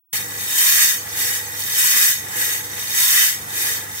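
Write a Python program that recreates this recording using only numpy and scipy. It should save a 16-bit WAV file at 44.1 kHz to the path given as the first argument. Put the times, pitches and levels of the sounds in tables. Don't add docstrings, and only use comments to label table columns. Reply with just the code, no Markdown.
import sys
import numpy as np
from scipy import signal
from scipy.fft import rfft, irfft, next_fast_len
from scipy.io import wavfile
from scipy.ndimage import uniform_filter1d, map_coordinates

SR = 44100
rng = np.random.default_rng(int(sys.argv[2]) if len(sys.argv) > 2 else 0)


def digitize_waveform(pressure):
    field = np.atleast_2d(pressure).T
    bounded = np.clip(field, -1, 1)
    quanta = np.round(bounded * 32767).astype(np.int16)
    wavfile.write(sys.argv[1], SR, quanta)


N = 176400


def amp(db):
    return 10 ** (np.asarray(db) / 20)


def unit(x):
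    return x / np.sqrt(np.mean(x ** 2) + 1e-20)


def along(points, hz):
    f, v = np.transpose(points)
    return np.interp(np.log(hz + 1), np.log(f + 1), v)


def clock():
    return np.arange(N) / SR


TURN_S = 1.1938


def each_turn(rows):
    s, *cols = np.transpose(rows)
    return [np.interp(clock(), s, c, period=TURN_S) for c in cols]


def wobble(rate):
    knots = rng.standard_normal(int(N * rate / SR) + 4)
    return map_coordinates(knots, [clock() * rate])


def filtered(x, response):
    m = next_fast_len(N + SR // 4)
    return irfft(rfft(x, m) * response(np.fft.rfftfreq(m, 1 / SR)), m)[..., :N]


def resonance(f, hz, width):
    peak = 1j * f * width / (hz * hz - f * f + 1j * f * width)
    return peak * np.sqrt(SR / np.pi / width)


def coloured(x, points):
    return filtered(x, lambda f: unit(amp(along(points, f))))


def pan(db):
    return amp(np.array([[.5], [-.5]]) * db)


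def widen(x, side_db):
    mid = x.mean(axis=0)
    return mid + amp(side_db) * (x - mid)


# pitch_hz, likeness (1 same, 0 unrelated, -1 opposite
LIKENESS = [(60, 1), (150, 1), (380, 0.71), (700, 0.013), (1300, -.15), (5000, 0.77), (12000, -1.3)]


def rush(points):
    def parts(f):
        turn = np.arccos(np.clip(along(LIKENESS, f), -1, 1)) / 2
        return amp(along(points, f)) * [np.cos(turn), np.sin(turn)]

    mid, side = filtered(rng.standard_normal((2, N)), parts)
    return unit(np.array([mid + side, mid - side]))


# pitch_hz, relative level_db per Hz
FLAME_COLOUR = [(20, -26), (40, -21), (60, -2.5), (130, -1), (260, -2), (600, -3), (1200, 1.5),
                (2200, -8.5), (4000, -11), (15000, -30)]
FLAME_DB = -43.5


def flame():
    return amp(FLAME_DB + 1.3 * wobble(6.4)) * rush(FLAME_COLOUR)


# pitch_hz, relative level_db, unsteadiness (ratio of random to steady part)
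HUM_TONES = [(101.4, -47, .06), (78.3, -59.5, 0.42), (199, -55.5, .4), (294, -57, 0.55),
             (491.7, -55.5, 0.27), (869, -52.5, 0.61)]


def hum_tones():
    t = clock()
    total = 0
    for hz, db, rough in HUM_TONES:
        waver = 1 + rough * (wobble(16) + 1j * wobble(15))
        tone = np.sqrt(2) * np.real(waver * np.exp(2j * np.pi * hz * t))
        total = total + amp(db) * tone / np.sqrt(1 + 2 * rough ** 2)
    return total


# pitch_hz, width_hz of each of two filter passes, relative level_db
GEAR_DRONE = [(129.6, 13, -55.5), (150, 8.5, -58), (188, 10.6, -61.5), (76, 11, -60)]


def gear_drone():
    total = 0
    for hz, width, db in GEAR_DRONE:
        noise = rng.standard_normal(N)
        total = total + amp(db) * unit(filtered(noise, lambda f: resonance(f, hz, width) ** 2))
    return total


# time_s into the turn, relative hum_db, relative whirr_db
MOTOR_TURN = [(.1, -1.5, 7), (.42, -0.5, 1), (.55, -6.5, 1.5), (.65, -13, -5.5), (.82, -24, -1.5),
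              (.91, -19, -26), (.98, -1.5, -2), (1.06, -2, 3.5)]
# pitch_hz, relative level_db per Hz
WHIRR_COLOUR = [(100, -19), (260, -10), (330, 0), (430, 1.5), (495, 7), (570, -9), (670, -7.5), (790, 4.5),
                (870, 5), (980, -9), (1300, -4), (1900, -2.5), (3500, -17.5), (9000, 1)]
MESH_HZ, MESH_DEPTH, GEAR_BEAT = 17, 0.19, 0.2
WHIRR_DB, LOAD_DRONE_DB, MOTOR_PAN_DB = -36.5, 1.5, -4


def motor():
    hum_db, whirr_db = each_turn(MOTOR_TURN)
    throb = np.sin(2 * np.pi * MESH_HZ * clock())
    hum = amp(hum_db) * (1 + GEAR_BEAT * throb) * hum_tones()
    drone = amp(-LOAD_DRONE_DB * amp(hum_db)) * gear_drone()
    whirr_level = amp(WHIRR_DB + whirr_db + 0.97 * wobble(25.18))
    whirr = whirr_level * (1 + MESH_DEPTH * throb) * rush(WHIRR_COLOUR)
    return pan(MOTOR_PAN_DB) * (hum + drone + whirr)


HITS_PER_S, FULL_DB = 9000, -22
DENSITY_GROWS, SIZE_SPREAD_DB = .7, 3.5
LEFT_LAG_S, LAG_SPREAD_S = .0002, .00018


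def impacts(level_db, full_rate):
    chance = full_rate / SR * amp(DENSITY_GROWS * (level_db - FULL_DB))
    chance = np.clip(chance, 1e-4, 1)
    size = unit(amp(SIZE_SPREAD_DB * rng.standard_normal(N)) * rng.standard_normal(N))
    struck = rng.random(N) < chance
    right = struck * size / np.sqrt(chance) * amp(level_db)
    lag = np.rint(SR * (LEFT_LAG_S + LAG_SPREAD_S * rng.standard_normal(N))).astype(int)
    arrival = np.clip(np.arange(N) + lag, 0, N - 1)
    return np.array([np.bincount(arrival, right, N), right])


CHATTER_S, CHATTER_DB = 0.007, 3.5


def chatter(x):
    keep = np.exp(-1 / (CHATTER_S * SR))
    power = signal.lfilter([1 - keep], [1, -keep], x ** 2)
    trail = np.sqrt(power) * rng.standard_normal(x.shape)
    return (x + amp(CHATTER_DB) * trail) / np.sqrt(1 + amp(CHATTER_DB) ** 2)


PATCH_DB, PATCH_MID_DB, PATCH_MID_HZ = 1.65, 2.6, 4000


def patchy(x):
    def smooth(v):
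        across_pitch = uniform_filter1d(v, size=3, axis=0)
        return uniform_filter1d(across_pitch, size=9, axis=1)

    hz, _, z = signal.stft(x, SR, nperseg=1024)
    field = unit(smooth(smooth(rng.standard_normal(z.shape[1:]))))
    octaves = np.log2((hz + 1) / PATCH_MID_HZ)
    depth_db = PATCH_DB + PATCH_MID_DB * np.exp(-2 * octaves ** 2)
    gain = amp(depth_db[:, None] * field)
    gain = gain / np.sqrt(np.mean(gain ** 2, axis=1, keepdims=True))
    return signal.istft(z * gain, nperseg=1024)[1][:, :N]


MODE_WANDER = 0.0023


def mode(blows, hz, width):
    pitch = hz * (1 + MODE_WANDER * wobble(9))
    turn = np.exp(2j * np.pi * np.cumsum(pitch) / SR)
    keep = np.exp(-np.pi * width / SR)
    ring = signal.lfilter([np.sqrt(2 * (1 - keep ** 2))], [1, -keep], blows / turn)
    return np.real(turn * ring)


# time_s into the turn, level_db before the uneven and random changes
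FLOW_TURN = [(0, -25), (.035, -24.5), (.16, -27), (.24, -37), (.32, -37), (.41, -30.5), (.48, -29.5),
             (.55, -24.5), (.595, -18.5), (.65, -18.5), (.75, -19.5), (.835, -17.5), (.91, -21.5),
             (.97, -30.5), (1.04, -40), (1.11, -35.5)]
# time_s, change_db
FLOW_UNEVEN = [(.2, 2.5), (1.1, 2.5), (1.5, 1.5), (2.3, 1.5), (2.8, 0.54), (3.2, 2.8), (3.45, -1.5),
               (3.62, 3), (3.78, 1), (3.88, -3.5), (4, 1)]
SURGE_DB, CLUMP_DB = -0.5, 0.5


def bean_flow():
    uneven = np.interp(clock(), *np.transpose(FLOW_UNEVEN))
    random_change = SURGE_DB * wobble(5.8) + CLUMP_DB * wobble(90)
    return each_turn(FLOW_TURN)[0] + uneven + random_change


# start_s, level_db before colouring
STRAY_BEANS = [(1.593, -21), (1.604, -23)]
STRAY_T60_S = 0.023


def stray_hits():
    t = clock()
    total = 0
    for s, db in STRAY_BEANS:
        fall = amp(db - 60 * np.abs(t - s) / STRAY_T60_S) * (t >= s)
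        total = total + fall * rng.standard_normal((2, N))
    return total


# pitch_hz, relative level_db per Hz
CLICK_COLOUR = [(100, -40), (600, -23), (1200, -12), (2100, -3), (2750, -5.5), (3100, -3), (3450, -7),
                (4150, -10), (4900, -3.5), (5300, -3.5), (5800, .5), (6900, -1.5), (8000, 1), (10000, .5),
                (12000, -1), (12600, 4), (13400, 4), (14300, 3), (14800, .5), (15700, 1)]
# pitch_hz, left_minus_right_db
CLICK_PLACE = [(1000, -.5), (3000, 1), (4500, -3), (6500, 0), (7800, 1.5), (8700, 4), (10500, .5),
               (13000, 0), (14100, -3), (15500, -1.5)]
CLICK_DB = 3.5


def bean_clicks(hits):
    clicks = coloured(patchy(chatter(hits)), CLICK_COLOUR)
    return amp(CLICK_DB) * filtered(clicks, lambda f: pan(along(CLICK_PLACE, f)))


# time_s into the turn, pitch_hz
HOLLOW_PITCH = [(.1, 1280), (.58, 900), (.7, 1060), (.8, 1220), (.88, 1530), (.98, 1510)]
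HOLLOW_WIDTH_HZ, HOLLOW_DB = 85, -29


def hollow_stream(hits):
    return amp(HOLLOW_DB) * mode(hits, each_turn(HOLLOW_PITCH)[0], HOLLOW_WIDTH_HZ)


# time_s into the turn, level_db before random changes
LANDING_TURN = [(.08, -40), (.28, -50), (.5, -50.5), (.62, -48.5), (.75, -36), (.815, -33), (.89, -38),
                (.97, -58.5), (1.1, -47)]


def landings():
    return impacts(each_turn(LANDING_TURN)[0] + CLUMP_DB * wobble(55), HITS_PER_S)


# pitch_hz, relative level_db per Hz
THUD_COLOUR = [(200, -34), (650, -22), (1000, -8), (1400, -7), (1750, 5), (2100, -2), (2800, -21),
               (5000, -33)]


def landing_rattle(landing):
    return coloured(chatter(landing), THUD_COLOUR)


# pitch_hz, width_hz, relative level_db, left_minus_right_db before widening
DRUM_MODES = [(1701.6, 24, -1, -1), (1820, 33, -8.5, -5), (1911, 21, -1.5, 1.5), (1962, 26, -1.5, -0.5),
              (2443, 52, -3, 0.5), (3027, 38, -4.5, 2), (3247, 45, -5.5, 2.5), (3687, 50, 3, -2),
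              (4451, 41, -2, -6.5), (5414, 36, 2, -3.5), (6180, 38, .3, -3), (6490, 30, 1.7, 1),
              (7160, 40, -5.5, 5), (7730, 48, 0, 0), (12900, 110, -4.5, 1), (13400, 120, -11, 1)]
RING_DB, RING_GROWS, RING_HITS_PER_S = -14.5, .82, 1400
THUD_RING_DB, THUD_RING_TOP_HZ = 3, 2100


def drum_ring(flow_db, landing):
    wall_db = FULL_DB + RING_GROWS * (flow_db - FULL_DB)
    ring = 0
    for hz, width, db, pan_db in DRUM_MODES:
        blows = amp(RING_DB) * impacts(wall_db, RING_HITS_PER_S)
        if hz < THUD_RING_TOP_HZ:
            blows = blows + amp(THUD_RING_DB) * landing
        ring = ring + amp(db) * pan(pan_db) * mode(blows, hz, width)
    return ring


RING_SIDE_DB = 2.5


def beans():
    flow_db = bean_flow()
    hits = impacts(flow_db, HITS_PER_S) + stray_hits()
    landing = landings()
    ring = hollow_stream(hits) + drum_ring(flow_db, landing)
    return bean_clicks(hits) + landing_rattle(landing) + widen(ring, RING_SIDE_DB)


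def echoes(x, t60, db):
    t = np.arange(SR // 3) / SR
    tail = rng.standard_normal((2, len(t))) * amp(-60 * t / t60)
    tail = tail / np.linalg.norm(tail, axis=1, keepdims=True)
    wet = signal.fftconvolve(x, tail, axes=1)[:, :N]
    return (x + amp(db) * wet) / np.sqrt(1 + amp(db) ** 2)


ROOM_T60_S, ROOM_DB = .22, -10


def scene():
    return echoes(beans(), ROOM_T60_S, ROOM_DB) + motor() + flame()


START_S, OPEN_S = .128, .0035
TOP_HZ = 15760


def record(dry):
    opened = np.clip((clock() - START_S) / OPEN_S, 0, 1)
    return filtered(np.clip(dry * opened, -1, 1), lambda f: f < TOP_HZ)


dry = scene()
out = record(dry)
digitize_waveform(out)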